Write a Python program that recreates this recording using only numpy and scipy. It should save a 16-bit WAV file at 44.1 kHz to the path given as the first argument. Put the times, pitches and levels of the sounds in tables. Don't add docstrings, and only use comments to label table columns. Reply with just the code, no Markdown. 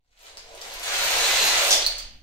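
import sys
import numpy as np
from scipy import signal
from scipy.fft import rfft, irfft
from scipy.io import wavfile

SR = 44100
rng = np.random.default_rng(int(sys.argv[2]) if len(sys.argv) > 2 else 0)


def transcribe(u):
    v = np.clip(np.atleast_2d(u).T, -1, 1)
    q = np.round(v * 32767).astype(np.int16)
    wavfile.write(sys.argv[1], SR, q)


N = 98034
TIME = np.arange(N) / SR


def amp(db):
    return 10 ** (np.asarray(db) / 20)


def unit(x):
    energy = np.sum(x ** 2, -1, keepdims=True)
    return x / np.sqrt(energy + 1e-20)


def along(points, t=TIME):
    return np.interp(t, *np.transpose(points))


def across(points, hz):
    f, value = np.transpose(points)
    return np.interp(np.log(hz + 1), np.log(f), value)


def convolve(x, h):
    return signal.fftconvolve(np.atleast_2d(x), np.atleast_2d(h), axes=1)[:, :N]


def colour(points, tilt_db=0, size=2048):
    hz = abs(np.fft.fftfreq(size, 1 / SR))
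    octaves = np.log2(np.maximum(hz, 1000) / 5000)
    level_db = across(points, hz) + tilt_db * octaves
    level_db = level_db - 30 * (hz > 16500)
    log_gain = np.log(amp(level_db))
    spectrum = np.exp(np.conj(signal.hilbert(log_gain)))
    return unit(np.fft.ifft(spectrum).real[:size // 2])


CONTACT_S = 0.00032


def contacts(decay_s, count=400, size=256):
    fade = np.exp(-np.arange(size) / SR / decay_s)
    return unit(rng.standard_normal((count, size)) * fade)


# (time [s], delay of the left microphone behind the right [samples])
FRONT_PLACE = [(0, -13.5), (.7, -9.5), (.95, -5.5), (1.3, -1), (1.7, 6.5), (1.87, 11)]


def add(mix, s, sound):
    lag = along(FRONT_PLACE, s) / 2
    for channel, shift in zip(mix, (lag, -lag)):
        start = max(round(s * SR + shift), 0)
        part = channel[start:][:len(sound)]
        part += sound[:len(part)]


# (time [s], rate [collisions per second])
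COLLISION_RATE = [(0, 128.5), (.25, 612), (.55, 591), (.8, 1420), (1.05, 3790), (1.7, 3800), (1.85, 610)]
PLACE_SPREAD = 1.5


def collisions(level, shapes, spread_db):
    size, jitter = rng.standard_normal(N), rng.standard_normal(N)
    late, pick = rng.random(N), rng.integers(0, len(shapes), N)
    rate = np.maximum(along(COLLISION_RATE), 1)
    fallen = np.cumsum(rate) / SR
    n = int(fallen[-1])
    at = np.searchsorted(fallen, np.arange(n) + late[:n])
    strength = amp(spread_db * np.clip(size[:n], -2, 2))
    crowding = np.sqrt(SR / rate[at] / np.mean(strength ** 2))
    strength *= amp(along(level)[at]) * crowding
    lag = (along(FRONT_PLACE)[at] + PLACE_SPREAD * jitter[:n]) / 2
    length = shapes.shape[1]
    out = np.zeros((2, N + 2 * length))
    for channel, shift in zip(out, (lag, -lag)):
        starts = np.maximum(np.round(at + shift).astype(int), 0)
        for i, gain, k in zip(starts, strength, pick):
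            channel[i:i + length] += gain * shapes[k]
    return out[:, :N]


# (time [s], level [dB])
CLICK_LEVEL = [(0, -86), (.14, -68.5), (.2, -56), (.27, -46.5), (.34, -57), (.5, -50), (.6, -45.5),
               (.65, -39.5), (.78, -38.5), (.86, -30), (.94, -25), (1.04, -24.5), (1.14, -23), (1.28, -22),
               (1.48, -21.5), (1.66, -22.5), (1.74, -33.5), (1.8, -32), (1.9, -41.5), (2.0, -47),
               (2.08, -94)]
# (frequency [Hz], relative level [dB])
CLICK_COLOUR = [(100, -52), (300, -21.5), (600, -6), (1100, -5), (2200, -1), (3200, -2.5), (4300, -1),
                (5100, -6), (6700, -5), (7500, -9), (8600, -10), (9800, -17), (11700, -17), (13000, -19.5),
                (15600, -22.5)]


def clatter():
    hits = collisions(CLICK_LEVEL, contacts(CONTACT_S), spread_db=5.5)
    return convolve(hits, colour(CLICK_COLOUR))


PING_DB, PING_S = -6, 0.00047


def clacks(table, points, scuff_s, scuff_db, size=512):
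    out, t = np.zeros((2, N)), np.arange(size) / SR
    scuffs = contacts(scuff_s, count=len(table), size=size)
    for (s, db, tilt_db, hz), scuff in zip(table, scuffs):
        blow = (t == 0) + amp(scuff_db) * scuff
        crack = np.convolve(blow, colour(points, tilt_db))[:size]
        ping = np.sin(2 * np.pi * hz * t) * t * np.exp(-t / PING_S)
        clack = unit(unit(crack) + amp(PING_DB) * unit(ping))
        add(out, s, amp(db) * clack)
    return out


# (time [s], level [dB], treble tilt [dB per octave], ping [Hz])
SLAP_EVENTS = [(1.6825, 1, -1, 5600), (1.695, 2, -1, 5700), (1.7071, 9.5, -.3, 6740),
               (1.7097, 9.5, .5, 5600), (1.714, 8.5, -3, 3700), (1.718, 5.5, -2, 3600),
               (1.7275, 10.5, -.6, 5600), (1.7295, 11.5, -.6, 6500), (1.763, 0, -1, 4900),
               (1.992, -13, -5, 3100)]
# (frequency [Hz], relative level [dB])
SLAP_COLOUR = [(200, -25), (600, -15.5), (1200, -12.5), (2600, -8.5), (3700, 5), (5000, 3), (5700, 3),
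               (6900, -1), (7800, -1.5), (10000, -8.5), (15600, -22)]


def slaps():
    return clacks(SLAP_EVENTS, SLAP_COLOUR, scuff_s=0.002, scuff_db=5.5)


# (time [s], level [dB], treble tilt [dB per octave], ping [Hz])
TICK_EVENTS = [(.076, -53, -4, 4500), (.109, -51, -2, 5000), (.1651, -43, 0, 4200), (.193, -31, 4, 4200),
               (.215, -34, -4, 12100), (.329, -39, 2, 8550), (.372, -10.5, -2, 5120),
               (.3885, -22, -5, 5200), (.394, -19, -4.5, 6970), (.4943, -32, -3, 7900),
               (.5502, -20.5, 7, 9050), (.6155, -8.5, 0, 3930), (.662, -18, -9, 9200), (.683, -23, 3, 8800),
               (.7383, -14, 10, 12010), (.7976, -14, 6, 11700), (.8181, -14, -12, 10500),
               (.8345, -11.5, 11, 10600), (.8884, -25, 0, 4080), (1.472, 5, 1, 4100), (1.578, 5, -1, 6405),
               (1.864, 0, 6, 4300), (1.9835, -7.5, 6, 6560)]
# (frequency [Hz], relative level [dB])
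TICK_COLOUR = [(200, -22), (600, -18), (1500, -6), (3000, -7), (4800, 2.5), (7200, -1.5), (9500, -7.5),
               (12000, -14), (15600, -14)]


def ticks():
    return clacks(TICK_EVENTS, TICK_COLOUR, scuff_s=0.00092, scuff_db=-3.5)


# (time [s], level [dB])
KNOCK_LEVEL = [(0, -94), (.15, -76), (.26, -56.5), (.44, -57), (.52, -48), (.66, -47.5), (.8, -47),
               (.95, -41.5), (1.2, -34.5), (1.55, -38.5), (1.72, -32), (1.8, -45.5), (1.9, -56), (2.1, -78)]
# (frequency [Hz], relative level [dB])
BOARD_COLOUR = [(40, -25), (100, -19), (170, -30.5), (280, -18.5), (400, -5.5), (490, -2), (620, 4),
                (800, -1.5), (1100, -9), (2500, -35), (8000, -79)]


def boards():
    hits = collisions(KNOCK_LEVEL, contacts(CONTACT_S), spread_db=4.0)
    return convolve(hits, colour(BOARD_COLOUR))


# (time [s], level [dB])
RING_LEVEL = [(0, -102), (.25, -60), (.8, -67), (1.0, -32), (1.12, -41), (1.22, -31), (1.29, -31),
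              (1.36, -31), (1.42, -22.5), (1.49, -29), (1.55, -44), (1.68, -54), (1.8, -70), (2.0, -95)]
# (frequency [Hz], relative level [dB], time to fade by 60 dB [s])
TILE_MODES = [(2226, -36, 0.075), (4108, 6.5, 0.02), (5810, -4, 0.09), (6580, 2, 0.045), (7800, -5, 0.045),
              (11800, -18, .012)]


def ringing(count=80, size=1500):
    t = np.arange(size) / SR
    detune = 1 + 0.002 * rng.standard_normal((count, 1))
    sign = rng.choice([-1, 1], (count, 1))
    shapes = 0
    for hz, db, t60 in TILE_MODES:
        tone = amp(-60 * t / t60) * np.sin(2 * np.pi * hz * detune * t)
        shapes = shapes + amp(db) * unit(tone)
    return collisions(RING_LEVEL, unit(sign * shapes), spread_db=4)


# (time [s], level [dB])
CHINK_LEVEL = [(0, -110), (.15, -85), (.23, -56), (.32, -80), (.5, -75), (.6, -55), (.68, -51), (.75, -61),
               (.83, -46), (.92, -48), (1.04, -31.5), (1.15, -37), (1.27, -32), (1.38, -37.5),
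               (1.45, -27.5), (1.52, -43), (1.62, -32.5), (1.72, -27.5), (1.78, -42), (1.9, -87)]
# (frequency [Hz], relative level [dB], time to fade by 60 dB [s])
CORNER_MODES = [(8050, -0.5, 0.017), (8800, 0, 0.0077), (10500, -2.5, 0.0075), (11700, 0.5, 0.012),
                (13100, -0.5, 0.016), (14600, -1.5, .008)]


def chinks(count=12, size=700):
    t = np.arange(size) / SR
    hz, db, t60 = np.repeat(CORNER_MODES, count, axis=0).T[:, :, None]
    detune = 1 + 0.02 * rng.standard_normal(hz.shape)
    sign = rng.choice([-1, 1], hz.shape)
    tones = amp(-60 * t / t60) * np.sin(2 * np.pi * hz * detune * t)
    return collisions(CHINK_LEVEL, sign * amp(db) * unit(tones), spread_db=7)


# (time [s], level before left-right balance [dB], pitch [Hz])
CLINK_EVENTS = [(1.823, -1.5, 4470), (1.844, -0.5, 4170), (1.864, 9.5, 4410), (1.8679, 2.5, 4360),
                (1.88, -3, 4330), (1.884, -9, 4470), (1.896, -11, 4400), (1.914, -8, 4380),
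                (1.925, -9, 4700), (1.953, -13, 4400), (1.968, -10, 4530), (1.9856, -13, 4630),
                (1.998, -10.5, 4700), (2.01, -20, 4800), (2.026, -14, 4700), (2.053, -30, 4570),
                (2.073, -25, 4510), (2.095, -32, 4660), (2.123, -40, 4950)]
# (multiple of the pitch, relative level [dB])
CLINK_TONES = [(1, -2), (1.38, -19), (2.04, -21.5)]
CLINK_S = 0.00046


def loose_tile(size=600):
    out, t = np.zeros((2, N)), np.arange(size) / SR
    swell = (t / CLINK_S) ** 2 * np.exp(-t / CLINK_S)
    for s, db, hz in CLINK_EVENTS:
        tone = sum(amp(mode_db) * np.sin(2 * np.pi * hz * k * t) for k, mode_db in CLINK_TONES)
        add(out, s, amp(db) * unit(tone * swell))
    return out * amp([[-1.5], [1]])


# (time [s], level [dB])
SHUDDER_LEVEL = [(0, -74), (.18, -67), (.4, -55), (.7, -52.5), (.85, -53), (1.0, -45.5), (1.55, -47),
                 (1.75, -48), (1.92, -46.5), (2.13, -43.5), (2.22, -48.5)]
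# (frequency [Hz], relative level [dB])
SHUDDER_COLOUR = [(10, -5), (24, -10), (32, 0.5), (43, -19.5), (63, -15), (85, -21.5), (120, -27),
                  (170, -32.5), (300, -33), (600, -59.5)]
# (frequency [Hz], difference against the shared part [dB])
SHUDDER_SIDE = [(25, -20), (60, -20), (150, -11), (400, -6)]


def shudder():
    hz = np.fft.rfftfreq(N, 1 / SR)
    mid, side = rfft(rng.standard_normal((2, N))) * amp(across(SHUDDER_COLOUR, hz))
    side = side * amp(across(SHUDDER_SIDE, hz))
    noise = irfft(np.array([mid + side, mid - side]), N)
    steady = unit(noise) * np.sqrt(N)
    return steady * amp(along(SHUDDER_LEVEL))


ECHO_CHANGE_S = 0.09


def room(x, wet_db, count=4):
    wet = 0
    for k in range(count):
        away = abs((TIME / ECHO_CHANGE_S - k + count / 2) % count - count / 2)
        share = np.cos(np.pi / 2 * np.minimum(away, 1))
        wet = wet + convolve(x * share, tail())
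    return (x + amp(wet_db) * wet) / np.hypot(1, amp(wet_db))


# (frequency [Hz], time to fade by 60 dB [s])
ROOM_FADE = [(100, 0.71), (500, 0.64), (1200, 0.56), (3000, 0.66), (4400, 0.45), (6000, 0.47), (9000, 0.31),
             (15000, 0.21)]
MIC_GAP_S = 0.00037


def tail(size=36000):
    t = np.arange(size) / SR
    taps = rng.standard_normal((2, size)) * (rng.random((2, size)) < .15) * (t > .003)
    early = 1 + amp(-10) * 2 * np.exp(-t / 0.011)
    hz, frame_s, z = signal.stft(taps * early, SR, nperseg=256)
    same = np.sinc(2 * hz * MIC_GAP_S)[:, None]
    z[1] = same * z[0] + np.sqrt(1 - same ** 2) * z[1]
    fade = amp(-60 * frame_s / across(ROOM_FADE, hz)[:, None])
    return unit(signal.istft(z * fade, SR, nperseg=256)[1])


def scene():
    rows = clatter() + boards() + ringing() + chinks()
    hard_ticks = ticks()
    flat_slaps = slaps()
    tiles = room(rows, wet_db=3) + room(hard_ticks, wet_db=3.5)
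    tiles = tiles + room(flat_slaps, wet_db=4.5) + room(loose_tile(), wet_db=-1)
    return tiles + shudder()


EDGE_HZ = 15780


def record(dry):
    balanced = dry * amp([[-.3], [.3]])
    low_pass = signal.firwin(611, EDGE_HZ, window=("kaiser", 9), fs=SR)
    return signal.oaconvolve(balanced, low_pass[None], "same")


dry = scene()
out = record(dry)
transcribe(out)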